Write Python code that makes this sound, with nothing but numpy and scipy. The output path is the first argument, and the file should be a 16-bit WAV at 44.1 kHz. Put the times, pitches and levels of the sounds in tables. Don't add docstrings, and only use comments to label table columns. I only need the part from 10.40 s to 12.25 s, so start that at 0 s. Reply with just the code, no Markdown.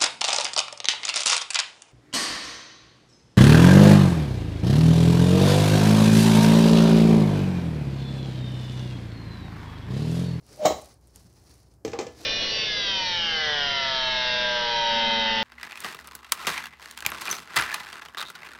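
import sys
import numpy as np
from scipy import signal
from scipy.fft import rfft, irfft
from scipy.io import wavfile
from scipy.ndimage import uniform_filter1d

SR = 44100
rng = np.random.default_rng(int(sys.argv[2]) if len(sys.argv) > 2 else 0)


def unload_audio(sound):
    columns = np.transpose(np.atleast_2d(sound))
    steps = np.round(np.clip(columns, -1, 1) * 32767)
    wavfile.write(sys.argv[1], SR, steps.astype(np.int16))


N = 81585



def amp(db):
    return 10 ** (np.asarray(db) / 20)


def clock():
    return np.arange(N) / SR


def sine(hz, start=0, wobble=0):
    return np.sin(2 * np.pi * hz * (clock() - start) + wobble)


def curve(rows, axis=1):
    rows = np.array(rows)
    return np.interp(clock(), rows[:, 0], rows[:, axis])


def colour(x, spectrum):
    hz, db = np.array(spectrum).T
    size = 2 ** 17
    bins_hz = np.maximum(np.fft.rfftfreq(size, 1 / SR), 1)
    gain = amp(np.interp(np.log(bins_hz), np.log(hz), db))
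    gain = gain / np.sqrt(np.mean(gain ** 2))
    cepstrum = irfft(np.log(gain))[:size // 2]
    cepstrum[1:] *= 2
    response = np.exp(rfft(cepstrum, size))
    return irfft(rfft(x, size) * response)[:N]


def noise(spectrum):
    return colour(rng.standard_normal(N), spectrum)


def walk(rate):
    step = max(int(SR / rate), 1)
    held = np.repeat(rng.standard_normal(N // step + 1), step)
    drift = uniform_filter1d(held, step)[:N]
    return drift / drift.std()


def fade(start, t60, attack=0.00046):
    age = np.maximum(clock() - start, 0)
    rise = 1 - np.exp(-age / attack)
    return rise * np.exp(-np.log(1000) * age / t60)


def energy(blows, t60, attack=0.00038):
    power = np.zeros(N)
    for start, db in blows:
        power[int(start * SR)] += amp(db) ** 2
    keep = np.exp(-2 * np.log(1000) / (t60 * SR))
    soften = np.exp(-1 / (attack * SR))
    poles = np.convolve([1, -keep], [1, -soften])
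    return np.sqrt(signal.lfilter([1 - soften], poles, power + 1e-30))


def ring(blows, modes):
    waver_rad, waver_rate = 0.43, 32
    total = np.zeros(N)
    for hz, db, t60 in modes:
        tone = sine(hz, wobble=waver_rad * walk(waver_rate))
        total += amp(db) * energy(blows, t60) * tone
    return total


def wash(blows, spectrum, t60, tail_db, tail_t60):
    crash = energy(blows, t60)
    tail = amp(tail_db) * energy(blows, tail_t60, attack=0.0061)
    return colour(rng.standard_normal(N) * np.hypot(crash, tail), spectrum)


def click(blows, spectrum):
    pulses = np.zeros(N)
    for start, db in blows:
        pulses[int(start * SR)] += amp(db)
    return colour(pulses, spectrum)


def kitchen():
    # pitch_hz, level_db (per Hz)
    room_colour = [(15, -43), (25, -13), (64, 3), (115, 5), (196, -11.5), (309, -5), (415, -11.5),
                   (769, -16), (2240, -35.5), (3540, -43.5), (4150, -38), (5140, -33), (15000, -38.5)]
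    # pitch_hz, level_db (rms, before the waver)
    hum_tones = [(60, -63.5), (121, -70.5), (181, -74.5)]
    room_db = -59
    total = amp(room_db) * noise(room_colour)
    for hz, db in hum_tones:
        level = amp(db + 2 * walk(6.3))
        total += level * np.sqrt(2) * sine(hz, wobble=.5 * walk(15))
    return total


def bumps():
    # start_s, pitch_hz, level_db, t60_s
    bump_notes = [(0.107, 431, -35, 0.046), (0.282, 72.5, -37, 0.47), (.303, 311.6, -26.5, 0.12),
                  (0.849, 186, -36.5, 0.063), (1.454, 75.4, -41, 0.5), (1.667, 74.4, -46, 0.41),
                  (1.822, 355, -37.5, 0.13)]
    attack_s = 0.011
    total = np.zeros(N)
    for start, hz, db, t60 in bump_notes:
        total += amp(db) * fade(start, t60, attack=attack_s) * sine(hz, start)
    return total


def sizzle():
    # time_s, level_db
    sizzle_level = [(0, -72.5), (.06, -61.5), (.13, -56), (.19, -56.5), (.45, -54.5), (.52, -61.5),
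                    (.59, -78.5), (.625, -68.5), (.72, -67.5), (.77, -57), (.9, -65.5), (1.0, -63),
                    (1.19, -59.5), (1.25, -72), (1.35, -69.5), (1.42, -90.5), (1.7, -68.5), (1.85, -52)]
    # pitch_hz, level_db (per Hz)
    hiss_colour = [(300, 9), (1200, -2), (2200, -4.5), (3400, -9), (4400, 1), (5800, 1), (7800, -9),
                   (10000, -6), (13000, -30.5), (15500, -10.5)]
    crackle_colour = [(1000, -12), (4000, -3.0), (10500, 2), (15500, -9.0)]  # pitch_hz, level_db
    bursts_per_s, crackle_db, crackle_spread_db = 900, -7.5, 4.5
    happens = rng.random(N) < bursts_per_s / SR
    sign = rng.choice([-1, 1], N)
    size = amp(crackle_spread_db * np.minimum(rng.exponential(size=N), 5))
    bursts = happens * sign * size
    crackle = colour(bursts / bursts.std(), crackle_colour)
    hiss = noise(hiss_colour) * amp(2.6 * walk(49))
    return (hiss + amp(crackle_db) * crackle) * amp(curve(sizzle_level))


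def spits():
    # start_s, pitch_hz, level_db
    spit_list = [(0.13, 10000, -36.5), (0.1713, 11100, -37), (.2365, 10000, -37), (0.386, 12500, -40),
                 (0.4215, 10000, -34.5), (.446, 9500, -35), (.46, 9500, -40), (.476, 9500, -40),
                 (.493, 10000, -45.5), (0.529, 8070, -49), (0.5417, 8830, -41.5), (.612, 10000, -50),
                 (0.673, 10130, -44.5), (.68, 6400, -47.5), (0.7598, 9600, -28), (.798, 5030, -46),
                 (0.928, 8040, -45.5), (1.159, 9500, -51), (1.339, 6800, -48)]
    # pitch_hz, level_db (per Hz)
    spray_colour = [(800, -25), (3000, -8), (6000, -7), (8800, 3.5), (11500, -3), (13000, -14.5),
                    (15500, -15.5)]
    pop_db, pop_t60_s = 4, .0006
    spray_db, spray_t60_s = -5, .002
    pops = np.zeros(N)
    for start, hz, db in spit_list:
        pops += amp(db) * fade(start, pop_t60_s, attack=.00003) * sine(hz, start)
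    blows = [(start, db) for start, hz, db in spit_list]
    spray = wash(blows, spray_colour, t60=spray_t60_s, tail_db=-30.5, tail_t60=.1)
    return amp(pop_db) * pops + amp(spray_db) * spray


def lid_slides():
    # time_s, level_db
    slide_level = [(1.70, -66), (1.77, -55.5), (1.81, -49.5), (1.85, -48)]
    # pitch_hz, level_db (per Hz)
    slide_colour = [(80, -16), (170, -1.5), (350, 4.5), (600, -4), (1200, -10.5), (3200, -14), (4400, -8),
                    (7000, -14.5), (9000, -24), (15000, -29)]
    started = clock() > slide_level[0][0]
    return started * noise(slide_colour) * amp(curve(slide_level) + 1.7 * walk(150))


def lid_lands():
    # start_s, pitch_hz, t60_s, body_db, clatter_db, clink_db, thud_db
    knocks = [(1.4489, 447.6, 0.088, -22, -36.5, -33, -25.5), (1.478, 419, 0.087, -34.5, -44, -38.5, -38),
              (1.517, 440, .06, -52, -52, -44, -58), (1.5328, 466, 0.14, -24.5, -30.5, -40.5, -42),
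              (1.5887, 367.4, 0.07, -24, -30.5, -29.5, -32.5), (1.598, 447, 0.1, -26, -39, -41, -44),
              (1.610, 438, 0.037, -32, -38.5, -37.5, -34), (1.63, 410, .04, -51, -55, -48, -41),
              (1.667, 485.6, .08, -29, -42.5, -40.5, -42)]
    # pitch_hz, level_db, t60_s
    seated_modes = [(244.7, -9, 0.27), (314.3, -12, 0.57), (526, -11.5, .3), (652, -7, 0.31),
                    (785, -1, 0.2), (831.7, -2.5, 0.16), (1012, -10.5, 0.097), (1174, -13, 0.22),
                    (1260, -11.5, 0.2)]
    # pitch_hz, level_db, t60_s
    pan_rim_modes = [(1730, -17, 0.51), (2030, -11.5, 0.24), (2400, -9, 0.13), (2530, -22.5, .32),
                     (3100, -14, 0.2), (4240, -16, 0.21), (4870, -19, 0.13), (5170, -10.5, 0.074),
                     (5800, -16.5, 0.096), (6320, -12.5, 0.14), (7200, -22, .25), (7600, -15, 0.1)]
    # pitch_hz, level_db (per Hz)
    thud_colour = [(35, -55), (70, -15), (110, 7), (320, 8.5), (480, 11), (620, -7.5), (900, -31.5)]
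    clatter_colour = [(200, -12.5), (450, 7.5), (850, 2.5), (1250, -2), (1550, -8), (2300, -7.5),
                      (3200, -12.5), (5000, -15.5), (8000, -55)]
    clink_colour = [(700, -38.5), (1800, 4.5), (2400, 2.5), (2800, 2.5), (4500, 1.5), (6000, 5), (7700, -1),
                    (8800, -14), (11000, -33), (15500, -40)]
    body_tail_db, body_tail_t60_s = -9.5, 0.24

    body = np.zeros(N)
    clatter, clink, thud = [], [], []
    for start, hz, t60, body_db, clatter_db, clink_db, thud_db in knocks:
        tail = amp(body_tail_db) * fade(start, body_tail_t60_s)
        body += amp(body_db) * np.hypot(fade(start, t60), tail) * sine(hz, start)
        clatter.append((start, clatter_db))
        clink.append((start, clink_db))
        thud.append((start, thud_db))

    low = amp(1.0) * wash(thud, thud_colour, t60=0.041, tail_db=-9.5, tail_t60=0.34)
    middle = amp(-4.0) * ring(clatter, seated_modes)
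    middle += amp(0.7) * wash(clatter, clatter_colour, t60=0.024, tail_db=-8, tail_t60=.3)
    top = amp(-4.5) * ring(clink, pan_rim_modes)
    top += amp(-0.5) * wash(clink, clink_colour, t60=0.033, tail_db=-13.0, tail_t60=0.26)
    contact = amp(4) * click(clink, clink_colour) + amp(16.5) * click(clatter, clatter_colour)
    return body + low + middle + top + contact


def lid_lifted():
    # start_s, body_db, clink_db
    slips = [(0.2506, -18, -34.5), (0.2545, -15, -22), (0.258, -21.5, -33.5), (0.2765, -30.5, -37),
             (.304, -26, -41.5), (.366, -50, -61)]
    # pitch_hz, level_db, t60_s
    free_modes = [(182, -19.5, 0.33), (306.1, -16, 0.35), (368, -14.5, .24), (417.3, -12.5, 0.16),
                  (475, -8, .15), (526, -6.5, .15), (656, -4, 0.087), (709, -3.5, .12), (758, -3, .15),
                  (820, -7, 0.12), (1101.6, -17, 0.35), (1161, -16.5, 0.28), (1268, -19, 0.27)]
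    # pitch_hz, level_db, t60_s
    rim_modes = [(1940, -9, .28), (2124, -10.5, .26), (2232, -5.5, 0.22), (3177, -7.5, 0.22),
                 (3720, -11.5, .22), (3870, -10, .27), (3936, -10, .3), (4010, -8, 0.34),
                 (5420, -8.5, 0.25), (6480, -17, .28), (6680, -15, 0.331), (7130, -18.5, .36),
                 (6002, -13.5, .25)]
    # pitch_hz, level_db (per Hz)
    body_colour = [(60, -26.5), (140, -8), (220, -11), (450, -2), (780, 2.5), (950, -5.5), (1250, -11),
                   (1600, -30), (3000, -63.5)]
    clink_colour = [(600, -29.5), (1200, -11), (1650, -0.5), (2200, 1), (2550, -5), (3200, 3.5),
                    (3500, -4.5), (3950, 7), (4600, -5), (6900, 3), (8200, -6), (10000, -23.5),
                    (12000, -15.5), (14500, -12), (16000, -8)]
    body = [(start, body_db) for start, body_db, clink_db in slips]
    clink = [(start, clink_db) for start, body_db, clink_db in slips]
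    low = amp(-3.5) * ring(body, free_modes)
    low += amp(-4.0) * wash(body, body_colour, t60=0.1, tail_db=-10.5, tail_t60=0.37)
    high = amp(-7.5) * ring(clink, rim_modes)
    high += wash(clink, clink_colour, t60=0.086, tail_db=-9, tail_t60=.33)
    return low + high


def squeak():
    # time_s, pitch_hz (before jitter), tone_db (rms), rasp_db
    squeak_path = [(.12, 591.4, -87, -74), (.184, 591.4, -59.5, -53.5), (.197, 605, -35.5, -51),
                   (.22, 617.5, -29.5, -41.5), (.247, 606.6, -26.5, -34), (.255, 616.3, -18, -29.5),
                   (.267, 655.7, -18.5, -29.5), (.281, 599.6, -22, -37), (.288, 608.4, -36.5, -53),
                   (.303, 640, -23.5, -41), (.325, 598, -31, -33.5), (.345, 626.3, -66, -57),
                   (.369, 647, -35, -46), (.378, 640, -51, -52), (.386, 645, -36, -47),
                   (.41, 618, -64.5, -62), (.436, 606.2, -46.5, -63), (.47, 614, -83.5, -68)]
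    # pitch_hz, level_db (per Hz)
    rasp_colour = [(100, -22.5), (200, -2), (380, -11), (490, 3.5), (800, -1), (950, -9), (1500, -18.5),
                   (3000, -19), (4100, -19.5), (7000, -22.5), (9500, -43.5), (15500, -36)]
    jitter = .02
    pitch_hz = curve(squeak_path) * (1 + jitter * walk(200))
    phase = 2 * np.pi * np.cumsum(pitch_hz) / SR
    tone = np.sqrt(2) * np.sin(phase)
    rasp = colour(rng.standard_normal(N) * (1 + np.cos(phase)), rasp_colour)
    sounding = (clock() > squeak_path[0][0]) & (clock() < squeak_path[-1][0])
    tone_level = amp(curve(squeak_path, axis=2))
    rasp_level = amp(curve(squeak_path, axis=3))
    return sounding * (tone_level * tone + rasp_level * rasp)


def scene():
    background = kitchen() + bumps() + sizzle() + spits()
    lid = lid_slides() + lid_lands() + lid_lifted() + squeak()
    return (background + lid)[None]


def record(dry):
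    low_cut_hz, top_hz = 44.6, 15600
    high_pass = signal.butter(4, low_cut_hz, "high", fs=SR, output="sos")
    low_pass = signal.ellip(10, .2, 80, top_hz, fs=SR, output="sos")
    thin = signal.sosfilt(high_pass, dry)
    return signal.sosfilt(low_pass, thin)


dry = scene()
out = record(dry)
unload_audio(out)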